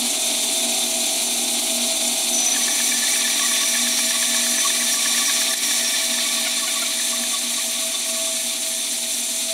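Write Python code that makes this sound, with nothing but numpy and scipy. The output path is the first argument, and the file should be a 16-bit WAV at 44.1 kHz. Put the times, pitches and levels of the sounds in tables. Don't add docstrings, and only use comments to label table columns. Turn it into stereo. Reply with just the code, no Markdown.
import sys
import numpy as np
from scipy import signal
from scipy.fft import rfft, irfft, next_fast_len
from scipy.io import wavfile

SR = 44100
rng = np.random.default_rng(int(sys.argv[2]) if len(sys.argv) > 2 else 0)


def to_wav(sig):
    pcm = np.clip(np.atleast_2d(sig), -1, 1) * 32767
    pcm = np.round(pcm).astype(np.int16)
    wavfile.write(sys.argv[1], SR, pcm.T)


N = 420273
T = np.arange(N) / SR
HZ = np.fft.rfftfreq(N, 1 / SR)

LAP_S = 0.11883
ENTER_S, BITE_S = 2.36, 0.38
EASE_S, EASE_LENGTH_S, EASED_FEED = 5.76, 2.7, 0.26
SINK_S = 1.376
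FREE_TURNS_PER_S, SAG_TURNS_PER_S = 18.75, 0.058
SUNK_RUMBLE_DB, EASED_RUMBLE_DB = -3.5, -3


def amp(db):
    return 10 ** (np.asarray(db) / 20)


def evened(x):
    return x / np.sqrt(np.mean(x ** 2) + 1e-20)


def sine(turns):
    return np.sin(2 * np.pi * turns)


def white():
    return rng.standard_normal(N)


def below(x, hz):
    return irfft(rfft(x) / (1 + (HZ / hz) ** 12), N)


def curve(rows, axis=1):
    columns = np.transpose(rows)
    return np.interp(T, columns[0], columns[axis])


def read(points, hz):
    f, value = np.transpose(points)
    return np.interp(np.log(hz + 1), np.log(f + 1), value)


def wander(rate_hz):
    step = 16
    size = next_fast_len(N // step + 2)
    hz = np.fft.rfftfreq(size, step / SR)
    slow = irfft(rfft(rng.standard_normal(size)) / (1 + (hz / rate_hz) ** 4), size)
    return evened(np.interp(T, np.arange(size) * step / SR, slow))


def fuzzy(angle, width_hz):
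    return wander(width_hz / 2) * np.cos(angle) + wander(width_hz / 2) * np.sin(angle)


def body(drive, spectrum, modes=()):
    lift = 1
    for hz, width, db in modes:
        lift = lift + (amp(db) ** 2 - 1) / (1 + (2 * (HZ - hz) / width) ** 2)
    gain = amp(read(spectrum, HZ)) * np.sqrt(np.maximum(lift, 0.1))
    return evened(irfft(rfft(drive) * gain, N))


def ripple(depth_db, spacing_hz):
    grid = np.arange(SR // 20)
    uneven = np.clip(rng.standard_normal(len(grid)), -2, 1.5)
    return amp(depth_db * np.interp(HZ / spacing_hz, grid, uneven))


def strikes(per_s, spread_db):
    hit = rng.random(N) < per_s / SR
    size = white() * amp(spread_db * np.clip(white(), -2, 2))
    return evened(hit * size)


def ramp(start_s, length_s):
    return np.clip((T - start_s) / length_s, 0, 1)


def burst(start_s, length_s, attack_s, release_s):
    return ramp(start_s, attack_s) * (1 - ramp(start_s + length_s, release_s))


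def sunk():
    return ramp(ENTER_S, SINK_S)


def eased():
    return ramp(EASE_S, EASE_LENGTH_S)


def feed():
    return ramp(ENTER_S, BITE_S) * EASED_FEED ** eased()


def damping_db():
    return SUNK_RUMBLE_DB * sunk() + EASED_RUMBLE_DB * eased()


def wheel_turns():
    return np.cumsum(FREE_TURNS_PER_S - SAG_TURNS_PER_S * sunk()) / SR


# [dB, before the scene's hum gain]
MOTOR_TONES = [(120, -74), (240, -41), (775.5, -53), (840, -56)]


def motor(beat=0.21, beat_hz=8.4, eased_beat=0.3, eased_db=-4.0, drift_db=3.1):
    depth = beat + eased_beat * eased()
    throb = 1 + depth * np.sin(2 * np.pi * (beat_hz * T + 0.26 * wander(5.3)))
    tones = sum(amp(db + drift_db * wander(6.9)) * sine(hz * T + rng.random()) for hz, db in MOTOR_TONES)
    return throb * amp(eased_db * eased()) * tones


# order [cycles a turn], level_db [dB against the common tone level]
WHEEL_ORDERS = [(13, -9), (17, -17), (19, -10), (21, -15.5), (23, -21), (32, -32), (33, -14.5), (36, -29),
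                (38, -22.5), (39, -10), (41, -12.5), (43, -13)]
# [dB, before lift and waver]
WHINE_LEVEL = [(0.0, -43), (1.06, -39.5), (1.59, -43.5), (1.78, -38), (2.84, -46.5), (4.64, -42),
               (5.31, -48.5), (5.47, -37.5), (5.68, -52), (5.79, -41.5), (7.25, -47), (8.09, -42.5),
               (9.32, -47.5), (9.53, -40)]


def wheel_tones(turns, tones_db=-37.0, damping=2.27, whine_order=35, whine_lift_db=2.0,
                waver_db=2.1, eased_waver_db=1.2):
    tones = 0
    for order, db in WHEEL_ORDERS:
        level = amp(db + 3.6 * wander(3.4))
        tones = tones + level * sine(round(order) * turns + rng.random() + 0.1 * wander(10))
    tones = amp(tones_db + damping * damping_db()) * tones
    whine = np.sin(2 * np.pi * whine_order * turns + 0.25 * wander(7))
    waver = (waver_db + eased_waver_db * eased()) * wander(9.3)
    whine = whine * amp(curve(WHINE_LEVEL) + whine_lift_db + waver)
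    return np.sqrt(2) * (tones + whine)


# pitch_hz [Hz], level_db [relative dB per Hz]
FRAME_SPECTRUM = [(20, -14.5), (90, -27.5), (160, -24.5), (205, -11), (240, -7.5), (285, 4.5), (335, -11),
                  (385, -5.5), (470, -13.5), (560, -14), (660, -2), (780, -7), (900, -9), (1050, -15.5),
                  (1400, -31.5), (3000, -60)]


def frame(turns, rumble_db=-38.02, jolt=0.1):
    shake = white() * (1 + jolt * np.cos(2 * np.pi * turns))
    return amp(rumble_db + damping_db()) * body(shake, FRAME_SPECTRUM)


def ring_level(free_db=-21.5, feed_db=1.26, eased_db=-3.5, lag_s=0.29):
    closing = ramp(EASE_S + lag_s, EASE_LENGTH_S)
    return amp(free_db + feed_db * feed() + eased_db * closing)


# pitch_hz [Hz], level_db [relative dB per Hz]
HISS_SPECTRUM = [(500, -37.5), (950, -13.5), (1350, -17), (1800, -15.5), (2450, -4), (2700, -8.5),
                 (3600, -1.5), (4300, -0.5), (5150, -10), (6100, 0.5), (6800, -5.5), (9800, -1.5),
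                 (11300, -9.5), (13700, -17.5), (15700, -19.5)]
# pitch_hz [Hz], width_hz [Hz], level_db [dB of lift]
STEEL_MODES = [(3235, 50, 5), (3680, 35, 5), (4040, 70, 5), (4760, 60, 4), (5570, 45, 8), (6260, 80, 2),
               (7120, 40, 10), (7520, 260, 5), (8310, 70, 4), (8830, 50, 3), (9100, 80, 8), (9540, 35, 4),
               (10620, 300, 4), (11850, 250, 4), (13090, 70, 5), (14350, 250, 3)]


def blade(turns, split_hz=5200, top_hz=10900, free_sway_db=0.8, loaded_sway_db=0.1, settle_s=0.62,
          free_db=-22.0, feed_db=0.65, eased_db=-2.1, eased_top_db=-0.2, top_flicker_db=1.4):
    loaded = ramp(ENTER_S, BITE_S)
    sway_db = (free_sway_db + (loaded_sway_db - free_sway_db) * loaded) * np.cos(2 * np.pi * turns)
    scrape = irfft(rfft(white()) * ripple(depth_db=2.3, spacing_hz=36), N)
    steel = body(scrape, HISS_SPECTRUM, STEEL_MODES)
    ring = below(steel, split_hz)
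    top = steel - below(steel, top_hz)
    middle = steel - ring - top
    hiss_db = free_db + feed_db * feed() + eased_db * ramp(EASE_S - settle_s / 2, settle_s)
    hiss = amp(0.72 * wander(40)) * middle
    hiss = hiss + amp(eased_top_db * eased() + top_flicker_db * wander(25)) * top
    hiss = amp(hiss_db + sway_db + 0.47 * wander(11)) * hiss
    return hiss + ring_level() * amp(1.14 * wander(33)) * ring


def free_span(hz=3565, width_hz=55, below_ring_db=-14.5, flutter_db=2.2):
    note = fuzzy(2 * np.pi * hz * T, width_hz)
    return ring_level() * amp(below_ring_db + flutter_db * wander(10.0)) * note


# start_s [s], length_s [s], level_db [dB before flutter], pitch_hz [Hz]
BEARING_SQUEALS = [(2.32, .12, -23, 5980), (2.455, 0.029, -17.5, 6040), (2.505, 0.027, -19.5, 5970),
                   (2.56, 0.021, -25, 5970), (2.622, .022, -23, 5960), (3.4, .35, -32, 5880),
                   (4.57, 0.041, -24, 6060)]


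def squeals(attack_s=0.012, release_s=0.017, width_hz=400, jitter_hz=30, flutter_db=0.5, purity=0.8):
    level = sum(amp(db) * burst(s, length, attack_s, release_s) for s, length, db, hz in BEARING_SQUEALS)
    hz = curve(BEARING_SQUEALS, axis=3) + jitter_hz * wander(79)
    angle = 2 * np.pi * np.cumsum(hz) / SR
    voice = np.sqrt(1 - purity) * fuzzy(angle, width_hz) + np.sqrt(2 * purity) * np.cos(angle)
    return level * amp(flutter_db * wander(26)) * voice


# pitch_hz [Hz], level_db [relative dB per Hz]
CHIP_SPECTRUM = [(300, -62), (600, 4), (900, -2), (1450, -6), (2000, 9.5), (2700, -15), (3300, -10),
                 (5000, 9), (9000, -1), (15700, -0.5)]
# pitch_hz [Hz], width_hz [Hz], level_db [relative dB]
KERF_MODES = [(1754, 43, -2.5), (1919, 240, -1), (2250, 26, -3), (2323, 80, 1)]


def rasp(chips_db=-33.5, ring_db=-40.5, flare_db=3.5, bite_db=0.1, grain_db=1.0):
    bite = bite_db * np.cos(4 * np.pi * T / LAP_S) + grain_db * wander(4.1)
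    grit = strikes(per_s=5000, spread_db=1.6) * amp(1.4 * wander(45))
    chips = amp(chips_db) * body(grit, CHIP_SPECTRUM, STEEL_MODES)
    ring = 0
    for hz, width, db in KERF_MODES:
        ring = ring + fuzzy(2 * np.pi * hz * T, width) * amp(db + ring_db + flare_db * wander(40))
    return feed() * amp(bite) * (chips + ring)


def chatter(hz=1136, width_hz=70, level_db=-45.0, flutter_db=5.0, stop_s=8.3, release_s=0.7,
            twist_s=4.83, twist_length_s=1.2, twist_db=1.5):
    push = np.sqrt(feed()) * (1 - ramp(stop_s, release_s))
    twist = burst(twist_s, twist_length_s, attack_s=0.1, release_s=0.3)
    level = amp(level_db + twist_db * twist + flutter_db * wander(14))
    return push * level * fuzzy(2 * np.pi * hz * T, width_hz)


def thrust(level_db=-31, start_hz=5964, sag_hz_per_s=90, drift_hz=60, width_hz=480, flutter_db=2.5,
           attack_s=0.33, end_s=5.93, release_s=0.77):
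    hz = start_hz - sag_hz_per_s * (T - ENTER_S) + drift_hz * wander(3)
    push = burst(ENTER_S, end_s - ENTER_S, attack_s, release_s)
    hiss = fuzzy(2 * np.pi * np.cumsum(hz) / SR, width_hz)
    return push * amp(level_db + flutter_db * wander(26)) * hiss


# [dB, before the two trims below]
WELD_KNOCKS = [(2.5635, 26, -24), (5.7108, 1, -23), (6.1858, 1, -24.5), (6.999, 1, -26.5), (7.236, 1, -28)]
# pitch_hz [Hz], level_db [relative dB per Hz]
SCRATCH_SPECTRUM = [(150, -50), (500, -18), (900, -2), (1400, -5), (1900, 0), (4000, -2), (7000, -18)]


def weld(hz=1750, length_s=0.00393, lag_s=0.00265, fall=0.0341, decay_s=0.0038, uneven_db=1.5,
         chirp_trim_db=-1.7, scratch_trim_db=1.7):
    knocks = [(first + lap * LAP_S, db) for first, count, db in WELD_KNOCKS for lap in range(round(count))]
    chirps, force = np.zeros(N), np.zeros(N)
    chance = rng.standard_normal((len(knocks), 4))
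    for (s, db), (detune, phase, luck, strength) in zip(knocks, chance):
        near = abs(T - s) < LAP_S / 2
        t = T[near] - s
        u = (t - lag_s) / length_s
        pitch = hz * (1 + 0.0112 * detune - fall * u)
        angle = 2 * np.pi * np.cumsum(pitch) / SR + phase
        swell = np.exp(-u ** 2 / 2)
        chirps[near] += amp(db + chirp_trim_db + uneven_db * strength) * swell * np.cos(angle)
        decay = (t > 0) * np.exp(-abs(t) / decay_s)
        force[near] += amp(db + scratch_trim_db + 2 * np.tanh(luck)) * decay
    scratch = force * white()
    return chirps + scratch.std() * body(scratch, SCRATCH_SPECTRUM)


# center_s [s], pitch_hz [Hz], then level_db of harmonics 1, 2, 3, 4 [dB rms at the peak]
PINCH_SQUEAKS = [(6.470, 726, -36, -34, -29, -30), (6.682, 730, -38, -35, -30, -29),
                 (6.829, 694, -34, -30.5, -47, -39)]


def squeaks(fall=0.0131, length_s=0.006):
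    out, rough = np.zeros(N), wander(150)
    for s, hz, *levels_db in PINCH_SQUEAKS:
        near = abs(T - s) < 4 * length_s
        u = (T[near] - s) / length_s
        angle = 2 * np.pi * np.cumsum(hz * (1 - fall * u + 0.0088 * rough[near])) / SR
        voice = sum(amp(db) * np.sin(k * angle) for k, db in enumerate(levels_db, 1))
        out[near] += np.sqrt(2) * np.exp(-u ** 2 / 2) * voice
    return out


def sawing(turns):
    machine = frame(turns) + blade(turns) + free_span()
    cut = squeals() + rasp() + chatter() + thrust() + weld() + squeaks()
    return machine + cut


def scene(hum_db=2.5, hum_side_db=1.0, whine_side_db=-6.0, open_s=5.6, open_time_s=0.97):
    turns = wheel_turns()
    hum, whine = amp(hum_db) * motor(), wheel_tones(turns)
    middle = sawing(turns) + hum + whine
    around = sawing(turns) + amp(hum_side_db) * hum + amp(whine_side_db) * whine
    diffuse = signal.hilbert(around).imag
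    opening = 1 - np.exp(-np.maximum(T - open_s, 0) / open_time_s)
    side = opening * diffuse
    return middle + np.array([side, -side])


# start_s [s], length_s [s], level_db [dB]
LEVEL_DIPS = [(5.543, .024, -6), (5.58, 0.035, -4)]


def record(dry, ceiling=0.42, edge_hz=15720):
    dip_db = sum(db * burst(s, length, attack_s=0.0033, release_s=0.012) for s, length, db in LEVEL_DIPS)
    x = dry * amp(dip_db)
    x = x / (1 + (x / ceiling) ** 6) ** (1 / 6)
    lowpass = signal.firwin(511, edge_hz, window=("kaiser", 9), fs=SR)
    return signal.oaconvolve(x, lowpass[None], "same")


dry = scene()
out = record(dry)
to_wav(out)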